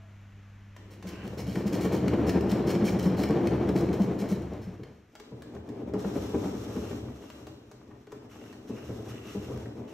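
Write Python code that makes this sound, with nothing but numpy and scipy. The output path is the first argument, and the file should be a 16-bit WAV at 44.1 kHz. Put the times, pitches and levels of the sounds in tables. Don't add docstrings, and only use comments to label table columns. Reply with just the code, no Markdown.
import sys
import numpy as np
from scipy import signal
from scipy.fft import rfft, irfft, next_fast_len
from scipy.io import wavfile
from scipy.ndimage import uniform_filter1d, map_coordinates

SR = 44100
rng = np.random.default_rng(int(sys.argv[2]) if len(sys.argv) > 2 else 0)


def generate_wav(sig):
    pcm = np.round(np.clip(np.atleast_2d(sig).T, -1, 1) * 32767).astype(np.int16)
    wavfile.write(sys.argv[1], SR, pcm)


N = 437913
TIME = np.arange(N) / SR

WALK_START_S = 5.1
CRUISE_DB, STEP_DB = -35, -25

# t/s, rumble level/dB, frame boom level/dB
GALLOP_ROLL = [(0.77, -59, -67), (1.02, -51.5, -68), (1.1, -45, -54.5), (1.45, -40, -38),
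               (1.75, -31.5, -43), (2.26, -27, -31.5), (2.76, -29.5, -40), (3.65, -27.5, -35),
               (3.9, -30.5, -38), (4.22, -34.5, -42.5), (4.42, -37, -41), (4.85, -50.5, -55),
               (5.1, -63.5, -65)]
# t/s, rumble level/dB, frame boom level/dB
WALK_ROLL = [(5.1, -65.5, -89), (5.3, -54.5, -66), (5.49, -47, -57.5), (6.11, -35.5, -44.5),
             (6.65, -38, -46.5), (7.03, -43.5, -44.5), (7.25, -49.5, -60), (7.55, -49.5, -53.5),
             (7.73, -60, -66), (7.93, -49.5, -57), (8.05, -62, -68), (8.16, -51, -58), (8.34, -49.5, -57),
             (8.65, -49, -58.5), (8.92, -44, -43.5), (9.3, -44.5, -54), (9.55, -41, -44), (9.93, -44, -61)]
# t/s, thud level/dB, hoop ring level/dB
FOOTFALLS = [(1.044, -28.5, -34.5), (1.236, -34, -32), (1.389, -25, -45), (1.473, -30, -26.5),
             (1.561, -17.5, -26), (1.65, -20.5, -21.5), (1.725, -22.5, -21.5), (1.847, -14, -30),
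             (1.913, -15, -23), (2.02, -22.5, -24.5), (2.133, -12.5, -30), (2.19, -22, -36),
             (2.288, -18, -42), (2.348, -12, -22), (2.441, -23, -32), (2.518, -16.5, -21.5),
             (2.598, -19.5, -35), (2.651, -19, -24), (2.751, -16.5, -24), (2.817, -20, -15),
             (2.939, -34, -21), (3.056, -16.5, -16), (3.298, -10.5, -23.5), (3.522, -12, -29),
             (3.687, -18, -29), (3.752, -12.5, -27), (3.815, -16, -36), (3.887, -18, -41),
             (3.996, -17.5, -13.5), (4.077, -16.5, -32), (4.22, -20, -23.5), (4.312, -17.5, -20),
             (4.371, -27, -29), (4.518, -26, -37), (4.665, -37, -33), (4.796, -32.5, -38.5),
             (5.317, -32, -53), (5.55, -32.5, -48), (5.69, -28, -49), (5.908, -28, -45),
             (5.937, -17.5, -30), (6.044, -22.5, -26), (6.155, -21, -38), (6.341, -13, -29),
             (6.44, -24, -27), (6.528, -26.5, -35.5), (6.758, -19.5, -34.5), (6.909, -25.5, -49),
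             (7.038, -47, -52), (8.697, -23.5, -34), (8.894, -24, -46), (9.073, -37, -47), (9.35, -21, -28),
             (9.498, -25.5, -44), (9.656, -29.5, -61), (9.77, -39, -61)]
# t/s, length/s, level/dB
SCRAPES = [(0.902, 0.038, -40.5), (1.065, 0.027, -33.5), (1.23, 0.044, -42), (1.373, 0.031, -32),
           (1.462, 0.078, -35.5), (1.538, 0.066, -33), (1.658, 0.021, -30), (1.722, 0.03, -27.5),
           (1.801, 0.056, -27), (1.916, 0.043, -30), (2.262, 0.035, -27), (2.488, 0.029, -28),
           (2.664, 0.052, -25.5), (2.84, 0.056, -24), (2.984, 0.013, -29.5), (3.02, 0.044, -29),
           (3.166, 0.073, -27.5), (3.446, 0.017, -41), (3.749, 0.052, -30), (3.925, 0.014, -33),
           (3.993, 0.048, -35.5), (4.182, 0.034, -33.5), (4.281, 0.045, -30), (4.61, 0.037, -45.5)]
# t/s, level/dB
CLAW_SNAGS = [(1.276, -40), (1.401, -40.5), (1.467, -42), (1.675, -37), (1.848, -46), (2.290, -31),
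              (2.407, -35), (2.515, -29), (2.702, -32), (2.749, -42), (2.995, -31), (3.234, -29.5),
              (3.286, -38), (3.689, -37), (3.806, -38), (3.928, -41), (4.018, -36), (4.216, -34.5),
              (4.419, -45), (4.532, -48)]
# t/s, level/dB
RIM_CLACKS = [(1.5535, -29), (1.8492, -27.5), (2.079, -23), (2.134, -33), (2.2922, -24.5), (2.508, -32),
              (2.7034, -34), (2.7487, -29.5), (2.877, -26), (3.234, -27), (3.305, -29.5), (3.4691, -25),
              (3.514, -50), (3.688, -29), (3.7594, -27.5), (3.887, -37), (3.9282, -31), (4.832, -39.5),
              (5.562, -38), (5.937, -34), (6.044, -25.5), (6.162, -38), (6.343, -35), (6.4408, -31.5),
              (6.76, -39), (6.909, -31.5), (7.08, -38.5), (7.8123, -42), (7.9088, -42.5), (8.07, -42),
              (8.121, -34.5), (8.355, -39), (8.53, -41), (8.779, -36.5), (8.903, -40), (9.518, -35),
              (9.656, -34.5)]
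# t/s, length/s, hiss level/dB, rasp level/dB
RIM_RUBS = [(1.028, 0.3, -63.5, -57), (5.976, 0.59, -53, -72), (6.62, 0.29, -54, -67),
            (6.823, 0.1, -55, -58), (7.073, 0.33, -61.5, -67), (8.287, 0.24, -61.5, -62),
            (8.666, 0.3, -58.5, -62.5), (9.034, 0.46, -56.5, -57.5), (9.576, 0.086, -61, -73),
            (9.868, .14, -59, -60.5)]
# t/s, level/dB
STAND_KNOCKS = [(0.37, -52), (5.155, -55), (5.201, -36.5), (5.316, -36.5), (5.529, -38), (5.819, -26.5),
                (7.009, -38), (7.472, -39), (7.718, -44), (8.072, -37), (8.124, -30), (8.74, -31),
                (9.57, -34)]
# t/s, level/dB
PLASTIC_TICKS = [(0.7644, -43), (1.026, -43), (5.153, -43), (5.1991, -43), (5.4215, -43.5), (5.55, -52),
                 (5.69, -48), (5.937, -42), (7.3013, -40), (7.4687, -42), (7.7142, -44.5), (8.0701, -53),
                 (8.1201, -43), (8.5276, -46.5), (9.5747, -44.5)]
# t/s, length/s, f/Hz, level/dB
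WHINE_NOTES = [(-0.1, .27, 646, -66), (1.04, .24, 1034, -58), (1.06, .26, 1556, -59),
               (1.08, .26, 2309, -67), (2.874, .02, 2340, -39)]

# f/Hz, level/dB
FAST_DRUM_COLOUR = [(50, -29), (110, -12), (180, -0.5), (330, -1), (500, -6.5), (750, -14), (1300, -24.5),
                    (2200, -30.5), (3500, -38.5), (7000, -57.5), (15000, -69)]
SLOW_DRUM_COLOUR = [(50, -28), (110, -14.5), (200, -0.5), (430, -2), (580, -8), (900, -15.5), (1400, -26.5),
                    (2400, -31), (5000, -49), (15000, -76)]
FRAME_COLOUR = [(25, -57), (53, -40), (64, 4.5), (80, 8.5), (95, 1), (125, 8), (170, -17), (300, -66)]
TREAD_COLOUR = [(400, -34), (1200, 15.5), (2000, 3), (3500, 3), (5800, 0), (7500, -0.5), (11800, -0.5),
                (13500, -2.5), (15500, -48)]
CLAW_COLOUR = [(300, -20), (1000, -4), (1900, -.5), (3000, -1), (4000, -2.5), (6000, -3), (8000, -5),
               (11500, -3.5), (13500, -10.5), (15500, -16)]
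CLACK_COLOUR = [(300, -14), (800, -4), (1400, 0), (2300, -3), (3400, -8), (5000, -12), (8000, -13),
                (12000, -14), (15500, -30)]
FLANGE_COLOUR = [(500, -24), (1300, -0.5), (2200, -2.5), (2900, -9), (3500, -13), (4500, -22), (9000, -35)]
TICK_COLOUR = [(200, -4.5), (600, 19), (1500, 13.5), (3000, 6), (6000, 3), (11500, -2), (15500, -12.5)]
AIR_COLOUR = [(20, -12), (33, -6.5), (48, 2.5), (150, -4), (360, -16.5), (900, -19), (1700, -17),
              (2800, -22), (4700, -35), (6500, -32.5), (8500, -43), (12500, -40), (15500, -71)]

# f/Hz, width/Hz, lift/dB
FAST_DRUM_MODES = [(183.6, 5.8, 10), (205.8, 6, 6), (302.3, 9.4, 5), (344, 4.2, 11.5), (415, 3.3, 4.5)]
SLOW_DRUM_MODES = [(193, 20, 3.3), (236, 19, 6.9), (298, 68, 6.9), (411.5, 20, 6), (434.5, 11, 2.7)]
FAST_FRAME_MODES = [(74.2, 4.8, 9), (124, 40, 7.7)]
SLOW_FRAME_MODES = [(67, 19, 4.5), (117, 56, 11.5)]
RIB_MODES = [(1530, 90, 3), (1845, 80, 7), (2265, 130, 8), (2555, 45, 4), (2680, 200, -4), (2840, 55, 6),
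             (3075, 40, 5), (3155, 35, 7), (3281, 35, 7), (3620, 380, -5), (3920, 60, 6), (4015, 45, 8),
             (4305, 70, 7), (4440, 90, 10), (4800, 400, -7), (5270, 250, 12)]
TREAD_MODES = [(4740, 650, -7), (5620, 2000, 7)]
FLANGE_MODES = [(1950, 130, 9), (2660, 200, 19), (2820, 190, 21), (2990, 150, 16)]
# f/Hz, level/dB, t60/s (the time it takes to fade by 60 dB)
HOLLOW_TONES = [(118, -11, .18), (200, -7, .14), (233, -4, .15), (296, -3, .14), (413, 0, .15),
                (446, -4, .14), (620, -13, .07), (760, -16, .06), (965, -16, .06)]

# f/Hz, level/dB
HUM_TONES = [(32.5, -62), (100, -46), (200, -56.5), (300, -73)]
# t/s, level/dB
APPLIANCE_FADE = [(0, -4.5), (4.0, -5), (4.7, -1), (5.15, -32.5), (5.4, -52)]
# f/Hz, t60/s
ROOM_DECAY = [(100, 0.45), (500, 0.57), (3000, 0.74), (12000, 0.31)]
# f/Hz, level/dB
FAST_SIDES = [(70, -62), (125, -46), (250, -17), (500, -17), (900, -5.5), (2200, -20.5), (4000, -17),
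              (4800, -1), (5300, -20), (7000, -6), (10000, -102), (13000, -3), (14500, -12)]
SLOW_SIDES = [(70, -44), (125, -23.5), (250, -22), (500, -9), (900, -4), (1800, -12.5), (2800, 0),
              (4700, -0.5), (5800, -5.5), (8500, -4.5), (10000, -102), (13000, 2), (14500, -38)]
# f/Hz, level/dB
LEFT_TILT = [(80, 0), (160, 0.3), (700, 1.63), (2500, 0.0)]
# f/Hz, phase/rad
LEFT_LEAD = [(0, 0), (5600, 0.1), (10000, 3.14), (14500, 6.28)]


def rolling(rows, drum, frame, rumble_db, boom_db, hiss_db, hiss_grows,
            judder_db, lump_db, flutter_db, brighten):
    rumble, boom = gains(rows)
    load = wobble(35)
    shell = steadied(driven(bumps(5000, 2.57), drum), span_s=0.065)
    shell *= unit(amp(judder_db * load + 0.82 * wobble(16)))
    soft = dulled(shell, corner_hz=250)
    shell = soft + (rumble / rumble.max()) ** brighten * (shell - soft)
    stand = steadied(driven(bumps(300, 2.4), frame), span_s=0.089)
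    stand *= amp(lump_db * wobble(10))
    grain = bumps(12000, 4.8) * amp(flutter_db * load)
    tread = driven(grain, body(TREAD_COLOUR, TREAD_MODES))
    hiss = (rumble / amp(CRUISE_DB)) ** hiss_grows
    rumble = rumble * amp(rumble_db - 3 * airborne())
    return rumble * shell + amp(boom_db) * boom * stand + amp(hiss_db) * hiss * tread


def airborne(lead_s=0.022, width_s=0.014):
    lift, t = np.zeros(N), np.arange(SR // 5) / SR
    leap = np.exp(-((t - t.mean()) / width_s) ** 2)
    for start, _, _ in FOOTFALLS:
        add(lift, start - lead_s - t.mean(), leap)
    return lift


def paws(rows, drum, frame, level_db, hoop_db, hollow_db, boom_db, boom_grows,
         rise_s, strike, pad_hz, room_db):
    out, t = np.zeros(N), np.arange(SR // 5) / SR
    hoop_hz, attack_s, t60_s = 200.8, 0.018, 0.088
    flex = (1 - np.exp(-t / attack_s)) ** 2 * amp(-60 * t / t60_s)
    for start, db, ring_db in rows:
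        chatter = bumps(3000, 5.35, len(t)) * swell(t, rise_s)
        chatter[0] += strike
        chatter = dulled(chatter, pad_hz * np.sqrt(amp(db)))
        pitch = hoop_hz * (1 + 0.039 * rng.standard_normal())
        hoop = flex / flex.max() * np.sin(2 * np.pi * pitch * t)
        weight_db = boom_db + boom_grows * (db - STEP_DB)
        add(out, start, amp(db + level_db) * struck(chatter, drum))
        add(out, start, amp(ring_db + hoop_db) * hoop)
        add(out, start, amp(db + hollow_db) * hollow_ring(t))
        add(out, start, amp(weight_db) * struck(chatter, frame))
    return in_room(out, room_db)


def hollow_ring(t, detune=0.021, build_cycles=0.65):
    ring = 0
    for hz, db, t60 in HOLLOW_TONES:
        pitch = hz * (1 + detune * rng.standard_normal())
        build = 1 - np.exp(-t * hz / build_cycles)
        fade = amp(db + 2 * rng.standard_normal() - 60 * t / t60)
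        ring = ring + fade * build * np.sin(2 * np.pi * pitch * t)
    return ring / np.abs(ring).max()


def claws(level_db, snag_db, snag_rise_s, catch_rate=3000, spread_db=3.5):
    out, t = np.zeros(N), np.arange(SR // 5) / SR
    for start, length, db in SCRAPES:
        touch = contact(t, length, attack_s=0.011, release_s=0.016)
        catches = bumps(catch_rate, spread_db, len(t)) * touch
        add(out, start, amp(db + level_db) * struck(catches, ribs(CLAW_COLOUR)))
    for start, db in CLAW_SNAGS:
        flick = bumps(catch_rate, spread_db, len(t)) * swell(t, snag_rise_s)
        add(out, start, amp(db + snag_db) * struck(flick, ribs(CLAW_COLOUR)))
    return out


def ribs(colour):
    shares = rng.uniform(0.45, 1.25, len(RIB_MODES))
    tuning = 1 + 0.007 * rng.standard_normal()
    modes = [(hz * tuning, width, lift * share) for (hz, width, lift), share in zip(RIB_MODES, shares)]
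    return body(colour, modes, size=4096)


def clacks(rows, level_db, rise_s, corner_hz):
    out, t = np.zeros(N), np.arange(SR // 10) / SR
    for start, db in rows:
        force = bumps(6000, 0.27, len(t)) * swell(t, rise_s)
        force = dulled(dulled(force, corner_hz), corner_hz)
        add(out, start, amp(db + level_db) * struck(force, ribs(CLACK_COLOUR)))
    return out


def knocks(level_db, room_db):
    out, t = np.zeros(N), np.arange(SR // 5) / SR
    for start, db in STAND_KNOCKS:
        add(out, start, amp(db + level_db) * hollow_ring(t))
    return in_room(out, room_db)


def rubs(flutter_db, grab_db, wander_db, surge_db):
    hiss, rasp = np.zeros(N), np.zeros(N)
    for start, length, hiss_db, rasp_db in RIM_RUBS:
        lean = contact(TIME - start, length, attack_s=0.022, release_s=0.12)
        press = np.sqrt(arch(start, length))
        hiss = np.maximum(hiss, amp(hiss_db) * lean)
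        rasp = np.maximum(rasp, amp(rasp_db) * press)
    grip = wobble(30)
    grain = bumps(6000, 3.2) * amp(flutter_db * grip + surge_db * wobble(9))
    tread = driven(grain, body(TREAD_COLOUR, TREAD_MODES))
    spots = 0
    for mode in FLANGE_MODES:
        ring = driven(bumps(220, 4.6), body(FLANGE_COLOUR, [mode]))
        spots = spots + ring * amp(wander_db * wobble(23))
    flange = unit(steadied(spots, span_s=0.34) * amp(grab_db * grip))
    return hiss * tread + rasp * flange


def ticks(level_db, snap, snap_t60_s=0.0017, tail_t60_s=0.04):
    out, t = np.zeros(N), np.arange(SR // 5) / SR
    plastic = body(TICK_COLOUR, size=1024)
    fall = amp(-60 * t / tail_t60_s) + snap * amp(-60 * t / snap_t60_s)
    for start, db in PLASTIC_TICKS:
        add(out, start, amp(db + level_db) * struck(rng.standard_normal(len(t)) * fall, plastic))
    return out


def whines():
    return sum(amp(db) * arch(start, length) * tone(hz, waver=hz / 1000 * wobble(130))
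               for start, length, hz, db in WHINE_NOTES)


def gallop():
    frame = body(FRAME_COLOUR, FAST_FRAME_MODES)
    faint_ribs = [(hz, width, 0.15 * lift) for hz, width, lift in RIB_MODES]
    drum = body(FAST_DRUM_COLOUR, FAST_DRUM_MODES + faint_ribs)
    roll = rolling(GALLOP_ROLL, drum, frame, rumble_db=1, boom_db=0, hiss_db=-63.5, hiss_grows=0.55,
                   judder_db=1.5, lump_db=1.5, flutter_db=1.5, brighten=0.022)
    steps = paws(during(FOOTFALLS, walking=False), drum, frame, level_db=-5, hoop_db=-2, hollow_db=-12,
                 boom_db=-41, boom_grows=0.18, rise_s=0.0081, strike=0.59, pad_hz=3460, room_db=-4)
    scratch = claws(level_db=-1.5, snag_db=2.5, snag_rise_s=0.0027)
    rim = clacks(during(RIM_CLACKS, walking=False), level_db=-3, rise_s=0.0034, corner_hz=13900)
    return roll + steps + in_room(scratch + rim, -4.5) + whines()


def walk():
    frame = body(FRAME_COLOUR, SLOW_FRAME_MODES)
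    drum = body(SLOW_DRUM_COLOUR, SLOW_DRUM_MODES)
    roll = rolling(WALK_ROLL, drum, frame, rumble_db=1.2, boom_db=2, hiss_db=-69.5, hiss_grows=0.13,
                   judder_db=2, lump_db=3.2, flutter_db=2, brighten=0.014)
    steps = paws(during(FOOTFALLS, walking=True), drum, frame, level_db=-6.5, hoop_db=-1.5, hollow_db=-9,
                 boom_db=-38.5, boom_grows=0.05, rise_s=0.01, strike=0.38, pad_hz=4000, room_db=-5)
    rim = clacks(during(RIM_CLACKS, walking=True), level_db=-4.5, rise_s=0.0037, corner_hz=600)
    return roll + steps + knocks(level_db=-6, room_db=-8) + in_room(rim, -7)


def background(hum_db, air_db, still_db):
    fade, = gains(APPLIANCE_FADE)
    hum = sum(amp(db + 0.19 * wobble(4.8)) * tone(hz, waver=0.05 * wobble(3.7)) for hz, db in HUM_TONES)
    air = driven(rng.standard_normal(N), body(AIR_COLOUR))
    return fade * amp(hum_db) * hum + (fade * amp(air_db) + amp(still_db)) * air


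def echo(x):
    hz, t, noise = signal.stft(rng.standard_normal(SR // 2), SR, nperseg=256)
    decay = amp(-60 * t / along(ROOM_DECAY, hz)[:, None])
    tail = signal.istft(noise * decay, SR, nperseg=256)[1]
    late_tail = np.pad(tail, (200, 0)) / np.linalg.norm(tail)
    return signal.fftconvolve(x, late_tail)[:N]


def in_room(x, echo_db):
    return x + amp(echo_db) * echo(x)


def spread(mid, sides):
    side = filtered(echo(mid), lambda hz: amp(along(sides, hz)))
    return np.array([mid + side, mid - side])


def body(colour, modes=(), size=8192):
    hz = np.fft.rfftfreq(size, 1 / SR)
    peaks_db = sum(lift / (1 + (2 * (hz - f) / width) ** 2) for f, width, lift in modes)
    cepstrum = irfft(np.log(amp(along(colour, hz) + peaks_db)))
    cepstrum[1:size // 2] *= 2
    cepstrum[size // 2 + 1:] = 0
    return irfft(np.exp(rfft(cepstrum)))


def bumps(rate, spread_db, size=N):
    hit = rng.random(size) < rate / SR
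    return hit * rng.choice([-1, 1], size) * amp(spread_db * rng.standard_normal(size))


def driven(force, response):
    return unit(signal.fftconvolve(force, response)[:N])


def struck(force, response):
    ring = signal.fftconvolve(force, response)
    return ring / (np.abs(ring).max() + 1e-12)


def swell(t, rise_s):
    u = t / rise_s
    return u ** 2 / (1 + u ** 2) * np.exp(-u * 1.025)


def contact(t, length, attack_s, release_s):
    return np.clip(t / attack_s, 0, 1) * np.exp(-np.maximum(t - length, 0) / release_s)


def arch(start, length):
    return np.abs(np.sin(np.pi * np.clip((TIME - start) / length, 0, 1)))


def tone(hz, waver):
    return np.sqrt(2) * np.sin(2 * np.pi * hz * TIME + waver)


def wobble(rate):
    return map_coordinates(rng.standard_normal(int(N * rate / SR) + 4), [TIME * rate])


def dulled(x, corner_hz):
    pole = np.exp(-2 * np.pi * corner_hz / SR)
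    return signal.lfilter([1 - pole], [1, -pole], x)


def steadied(x, span_s):
    return x / np.sqrt(np.abs(uniform_filter1d(x ** 2, int(span_s * SR))) + 1e-6)


def filtered(x, response):
    size = next_fast_len(N + SR // 2)
    return irfft(rfft(x, size) * response(np.fft.rfftfreq(size, 1 / SR)), size)[..., :N]


def during(rows, walking):
    return [row for row in rows if (row[0] > WALK_START_S) == walking]


def gains(rows):
    times, *columns = np.transpose(rows)
    return [amp(np.interp(TIME, times, db, left=-120, right=-120)) for db in columns]


def along(points, hz):
    freqs, values = np.transpose(points)
    return np.interp(np.log(hz + 1), np.log(freqs + 1), values)


def add(track, start, sound):
    part = track[max(round(start * SR), 0):][:len(sound)]
    part += sound[:len(part)]


def amp(db):
    return 10 ** (np.asarray(db) / 20)


def unit(x):
    return x / np.sqrt(np.mean(x ** 2) + 1e-20)


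def scene():
    snaps = ticks(level_db=4.5, snap=0.59)
    fast = gallop() + background(hum_db=0.5, air_db=-57, still_db=-65.5)
    slow = walk() + in_room(snaps, -4.5)
    slow += rubs(flutter_db=2.2, grab_db=0.4, wander_db=3, surge_db=1.2)
    pair = spread(fast, FAST_SIDES) + spread(slow, SLOW_SIDES)
    return filtered(pair, lambda hz: amp(np.outer([1, -1], along(LEFT_TILT, hz))))


def record(dry):
    top_hz = 15750
    lead = lambda hz: np.interp(hz, *np.transpose(LEFT_LEAD))
    return filtered(dry, lambda hz: np.exp(1j * np.outer([0.5, -0.5], lead(hz))) * (hz < top_hz))


dry = scene()
out = record(dry)
generate_wav(out)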